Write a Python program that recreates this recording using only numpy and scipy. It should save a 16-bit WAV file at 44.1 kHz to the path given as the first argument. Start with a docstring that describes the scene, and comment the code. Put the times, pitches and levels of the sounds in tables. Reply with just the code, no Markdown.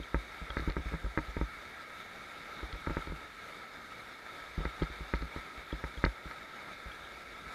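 """A river rapid, heard on a raft from a camera shut in a plastic case on a helmet mount.
White water roars as countless bubbles burst, dull and hollow through the case wall and its resonances.
As the wearer moves, the loose mount trembles and knocks against its stops, one way or the other,
and the camera chatters after each blow. A latch pings, light taps ring the case, plastic parts click."""
import sys
import numpy as np
from scipy import signal
from scipy.io import wavfile
from scipy.ndimage import uniform_filter1d

SR = 44100
rng = np.random.default_rng(int(sys.argv[2]) if len(sys.argv) > 2 else 0)


def waveform_to_disk(signal):
    """Save audio, clipped to [-1, 1], as 16-bit WAV at the path in sys.argv[1]."""
    frames = np.transpose(np.atleast_2d(signal))
    scaled = np.clip(frames, -1, 1) * 32767
    samples = np.round(scaled).astype(np.int16)
    wavfile.write(sys.argv[1], SR, samples)


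N = 332514

# roar past waves and rocks: t/s, level/dB
ROAR_LEVELS = [(0.0, -50.5), (0.17, -49.5), (0.75, -48.5), (1.07, -50), (1.89, -49.5), (2.9, -47.5),
               (3.15, -49), (4.05, -50), (4.77, -48), (5.75, -49), (6.09, -49.5), (6.4, -49.5),
               (7.37, -49.5), (7.54, -48.5)]
# case wall transmission between resonances: f/Hz, relative level/dB
WALL_CURVE = [(25, -12), (60, -14.5), (200, -12.5), (550, -11.5), (950, -13.5), (1080, -17), (1900, -10.5),
              (2700, -21.5), (3200, -23.5), (4400, -22.5), (5500, -29), (8000, -35), (12000, -36.5),
              (15700, -46.5)]
# air and panel resonances: f/Hz, width/Hz, relative level/dB
RESONANCES = [(1312, 147, -0.5), (1614, 100, -7), (2208, 226, -6), (3674, 510, -14.5), (6510, 330, -31)]
# mount hits its stops: t/s, strength/dB, contact/ms, direction, optional rebound strength/dB
STOP_BLOWS = [(0.0001, -35, 1.4, 1), (0.1445, -22.5, 0.43, 1), (0.156, -31, 14, 1), (0.415, -32.5, 4.4, -1),
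              (0.4981, -31.5, 8.6, -1), (0.5694, -27, 0.13, 1, -29), (0.5925, -29.5, 12, -1),
              (0.62, -29.5, 6.3, 1), (0.668, -36, 4.8, 1), (0.6755, -22.5, 2.6, -1, -25),
              (0.7668, -27.5, 0.53, 1), (0.7817, -34, 1.8, 1), (0.7935, -31, 5.8, 1), (0.857, -29, 4.3, -1),
              (0.9202, -35.5, 2.1, -1), (0.9305, -24.5, 15, -1), (0.9401, -30.5, 0.76, 1),
              (1.0311, -35, 11, 1), (1.0422, -27, 4.6, -1, -27), (1.1752, -24, 0.16, 1),
              (1.1837, -26, 1.5, 1), (1.28, -31, 9.9, -1), (1.3672, -28.5, 0.81, 1, -26),
              (1.4129, -24.5, 0.93, 1), (1.4222, -33, 16, 1), (2.6297, -34.5, 2.1, 1),
              (2.7293, -30.5, 7.6, -1, -33.8), (2.872, -28, 0.69, 1, -28), (2.897, -33, 0.49, 1),
              (2.905, -29, 1.2, 1), (2.969, -26.5, 0.5, 1, -32), (3.0729, -36.5, 0.77, 1),
              (3.094, -28, 9.7, 1), (3.1214, -34, 0.85, 1), (4.5664, -38, 12, 1),
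              (4.578, -24, 3.9, -1, -30), (4.605, -37, 1, -1), (4.6536, -29, 0.1, 1), (4.81, -30, 6.7, -1),
              (4.8204, -21.5, 1.7, -1), (4.9003, -38.5, 2.6, 1), (5.0037, -34.5, 6.3, -1),
              (5.1376, -24.5, 0.18, 1), (5.206, -28, 11, 1), (5.2232, -32.5, 1.9, -1),
              (5.2428, -34, 6.3, 1), (5.362, -33, 0.62, 1, -31), (5.572, -39, 9, -1),
              (5.7279, -29.5, 1, -1), (5.8399, -32.5, 0.11, 1), (5.9718, -32, 6.7, -1),
              (6.0402, -19.5, 0.11, 1, -23), (6.0622, -26.5, 0.38, 1), (6.256, -36, 2.9, 1),
              (6.8574, -35.5, 5.5, -1), (7.467, -43, 4.7, 1)]
# mount swing: f/Hz, level/dB, t60/s, polarity
MOUNT_MODES = [(52, 2, 0.13, 1), (112, 0.5, 0.0042, -1), (154.2, -3.5, 0.079, 1), (254, -6.5, 0.051, 1),
               (301, -12.5, 0.088, 1), (362, -28, 0.04, 1)]
# case ring: f/Hz, level/dB, t60/s, polarity
CASE_MODES = [(467, -6.5, 0.011, 1), (550, -19.5, 0.1, 1), (788, 0, 0.0059, -1), (936, -11.5, 0.053, 1),
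              (1294, -5.5, 0.031, 1), (1580, 3, 0.0097, 1), (2072, -5.5, 0.034, -1),
              (2336, -9.5, 0.026, -1)]
# wearer moves: start t/s, length/s, tremble level/dB
MOVE_BOUTS = [(0.0, .5, -60), (.6, 0.78, -55), (2.6, 0.43, -54.5), (4.455, .55, -58.5), (6.95, 0.71, -61.5)]
# latch pings: t/s, level/dB
LATCH_PINGS = [(0.0328, -41.5), (0.5032, -33.5), (2.726, -42), (4.8216, -39.5), (5.723, -37.5),
               (5.9757, -41), (6.9176, -40.5), (7.0498, -45)]
# light taps on the case: t/s, level/dB
CASE_TAPS = [(.5036, -30), (.5953, -29), (.706, -33), (.9295, -36), (1.179, -30), (1.188, -27),
             (1.3672, -31), (1.4125, -32), (2.8645, -31), (2.8692, -32), (4.8185, -35), (4.834, -36),
             (4.8605, -37), (5.224, -35), (5.7075, -34), (6.3114, -30)]
# plastic on plastic: t/s, level/dB
PLASTIC_CLICKS = [(0.5038, -42), (0.5763, -46), (0.5834, -44), (0.5895, -42.2), (0.6031, -42),
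                  (0.6996, -36.5), (0.721, -43), (1.1853, -46.5), (2.7275, -39), (3.0716, -45),
                  (4.6504, -44), (4.8242, -42.8), (4.8309, -43.9), (4.8344, -43), (5.1514, -42),
                  (5.1576, -41), (5.2204, -42), (6.0494, -30), (6.0515, -31), (6.3109, -45)]
# clicking part: f/Hz, level/dB, t60/s, polarity
PART_MODES = [(3630, -1, 0.0094, 1), (4300, 1.5, 0.0085, -1), (4930, -3.5, 0.0054, 1),
              (5830, -12, 0.0074, -1)]
# wall's answer to a click: f/Hz, level/dB, t60/s, polarity
WALL_MODES = [(2120, 8.5, 0.0066, 1), (2750, -3, 0.0081, 1)]

RING_T_S = np.arange(6600) / SR  # time axis of mount and case modes
TICK_T_S = np.arange(1500) / SR  # time axis of pings and clicks
TICK_RISE = (1 - np.exp(-TICK_T_S / 0.00017)) ** 2


def amp(db):
    """Level in dB to gain."""
    return 10 ** (np.asarray(db) / 20)


def unit_rms(x):
    """Scale to rms 1."""
    return x / np.sqrt(np.mean(x ** 2) + 1e-20)


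def add(mix, start_s, sound):
    """Mix a sound in at start_s."""
    part = mix[round(start_s * SR):][:len(sound)]
    part += sound[:len(part)]


def ring(modes, t=RING_T_S, wave=np.sin):
    """Impulse response: sum of decaying modes."""
    return sum(np.sign(polarity) * amp(db - 60 * t / t60_s) * wave(2 * np.pi * hz * t)
               for hz, db, t60_s, polarity in modes)


def river(splashes_per_s=600, swell_rms_db=0.72):
    """Countless bursting bubbles as noise; splashes stand out, the level wavers."""
    t = np.arange(N) / SR
    sizes = amp(3.6 * np.minimum(rng.exponential(1, N), 5))
    splashes = sizes * (rng.random(N) < splashes_per_s / SR) * rng.choice([-1, 1], N)
    burst = rng.standard_normal(256) * np.exp(-np.arange(256) / 40)
    roar = rng.standard_normal(N) + 0.3 * unit_rms(signal.oaconvolve(splashes, burst)[:N])
    rates_hz = np.geomspace(2, 30, num=30)[:, None]
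    swells = np.sin(2 * np.pi * (rates_hz * t + rng.random(rates_hz.shape))) / np.sqrt(rates_hz)
    return roar * amp(swell_rms_db * unit_rms(swells.sum(axis=0)))


def through_case(roar, patch_rms_db=1.27):
    """Wall and resonances colour the roar; patches drift as waves break near and far."""
    hz, t, spectrum = signal.stft(roar, SR, nperseg=1024, noverlap=768)
    wall_hz, wall_db = np.transpose(WALL_CURVE)
    power = amp(np.interp(np.log(hz + 1), np.log(wall_hz + 1), wall_db)) ** 2
    power += sum(amp(db) ** 2 / (1 + (2 * (hz - centre_hz) / width_hz) ** 2) ** 2
                 for centre_hz, width_hz, db in RESONANCES)
    mid_band = (hz > 1100) & (hz < 4500)
    power /= power[mid_band].sum() / len(hz)  # roar levels refer to this band
    patches = uniform_filter1d(rng.standard_normal(spectrum.shape), size=12, axis=0)
    patches = unit_rms(uniform_filter1d(patches, size=12, axis=1))
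    times_s, level_db = np.transpose(ROAR_LEVELS)
    sway_db = np.interp(t, times_s, level_db - level_db.mean())
    # a steady high hiss hardly follows the roar's sway
    sway_share = np.clip(1 - np.log2((hz + 1) / 4500), .3, 1)[:, None]
    gain = amp(level_db.mean() + sway_share * sway_db + patch_rms_db * patches)
    return signal.istft(spectrum * np.sqrt(power)[:, None] * gain, SR, nperseg=1024, noverlap=768)[1][:N]


def with_rebounds(delay_s=0.014, contact_ms=8.5):
    """All blows, plus a soft reverse one wherever the mount springs back."""
    rebounds = [(s + delay_s, rebound_db[0], contact_ms, -direction)
                for s, _, _, direction, *rebound_db in STOP_BLOWS if rebound_db]
    return [row[:4] for row in STOP_BLOWS] + rebounds


def knocks(blows, swing, spread_db=1.3):
    """Smooth pushes on the stops: short contact rings the case, long contact only swings the mount."""
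    out = np.zeros(N)
    push_t_ms = 1000 * RING_T_S[1:600]
    for s, db, contact_ms, direction in blows:
        # where a blow lands decides which modes it favours
        modes = [(hz, mode_db + spread_db * rng.standard_normal(), t60_s, polarity)
                 for hz, mode_db, t60_s, polarity in CASE_MODES]
        push = np.sin(np.pi * np.minimum(push_t_ms / contact_ms, 1)) ** 2
        knock = signal.fftconvolve(swing + ring(modes), push / push.sum())
        add(out, s, np.sign(direction) * amp(db) * knock)
    return out


def chatter(blows, swing, case_ring, bounces_per_s=1200, t60_s=0.045):
    """Tiny dying bounces of the camera in its case after each blow; weaker after soft ones."""
    envelope = np.zeros(N)
    for s, db, contact_ms, _ in blows:
        add(envelope, s + .003, amp(db - 8.5 - 0.37 * contact_ms - 60 * RING_T_S / t60_s))
    bounces = envelope * rng.uniform(-1, 1, N) * (rng.random(N) < bounces_per_s / SR)
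    response = signal.convolve(case_ring + 0.83 * swing, np.hanning(30) / 15)
    return signal.oaconvolve(bounces, response)[:N]


def tremble(swing, rest_db=-70, rise_db_per_s=83, fall_db_per_s=31):
    """Noise shakes the mount: faint at rest, rising into each bout of movement, then settling."""
    t = np.arange(N) / SR
    level_db = np.full(N, rest_db)
    for start_s, length_s, db in MOVE_BOUTS:
        before_s = np.maximum(start_s - t, 0)
        after_s = np.maximum(t - start_s - length_s, 0)
        level_db = np.maximum(level_db, db - rise_db_per_s * before_s - fall_db_per_s * after_s)
    response = signal.convolve(swing, np.hanning(300))
    shake = signal.oaconvolve(rng.standard_normal(N), response)[:N]
    return unit_rms(shake) * amp(level_db)


def latch_pings(hz=3267, t60_s=0.024):
    """The latch rings in one brief mode, slightly detuned each time."""
    out = np.zeros(N)
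    for s, db in LATCH_PINGS:
        mode = (hz * rng.uniform(.98, 1.02), db, t60_s, 1)
        add(out, s, ring([mode], TICK_T_S) * TICK_RISE)
    return out


def case_taps(case_ring):
    """Light taps ring the case only."""
    out = np.zeros(N)
    for s, db in CASE_TAPS:
        add(out, s, amp(db) * case_ring / abs(case_ring).max())
    return out


def plastic_clicks(to_wall_db=-0.5):
    """Small hard parts ring briefly, never struck at quite the same spot; the wall answers."""
    out = np.zeros(N)
    wall = amp(to_wall_db) * ring(WALL_MODES, TICK_T_S)
    for s, db in PLASTIC_CLICKS:
        part = ring(PART_MODES, TICK_T_S * rng.uniform(.97, 1.03))
        add(out, s, amp(db) * (part + wall) * TICK_RISE)
    return out


def scene():
    """Water through the case; bumps dulled by the microphone's padding, ticks by the plastic."""
    water = through_case(river())
    swing = ring(MOUNT_MODES, wave=np.cos)  # felt as acceleration, so it starts at its peak
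    case_ring = ring(CASE_MODES)
    blows = with_rebounds()
    bumps = knocks(blows, swing) + chatter(blows, swing, case_ring) + tremble(swing) + case_taps(case_ring)
    ticks = latch_pings() + plastic_clicks()
    padding = signal.butter(6, 2700, fs=SR, output="sos")
    plastic = signal.butter(3, 5600, fs=SR, output="sos")
    return (water + signal.sosfilt(padding, bumps) + signal.sosfilt(plastic, ticks))[None]


def record(dry, low_hz=34, top_hz=15660):
    """The microphone drops the lowest bass; a steep band limit follows."""
    thinned = signal.lfilter(*signal.butter(1, low_hz, "high", fs=SR), dry)
    band_limit = signal.firwin(511, top_hz, window=("kaiser", 9), fs=SR)
    return signal.oaconvolve(thinned, band_limit[None], "same")


dry = scene()
out = record(dry)
waveform_to_disk(out)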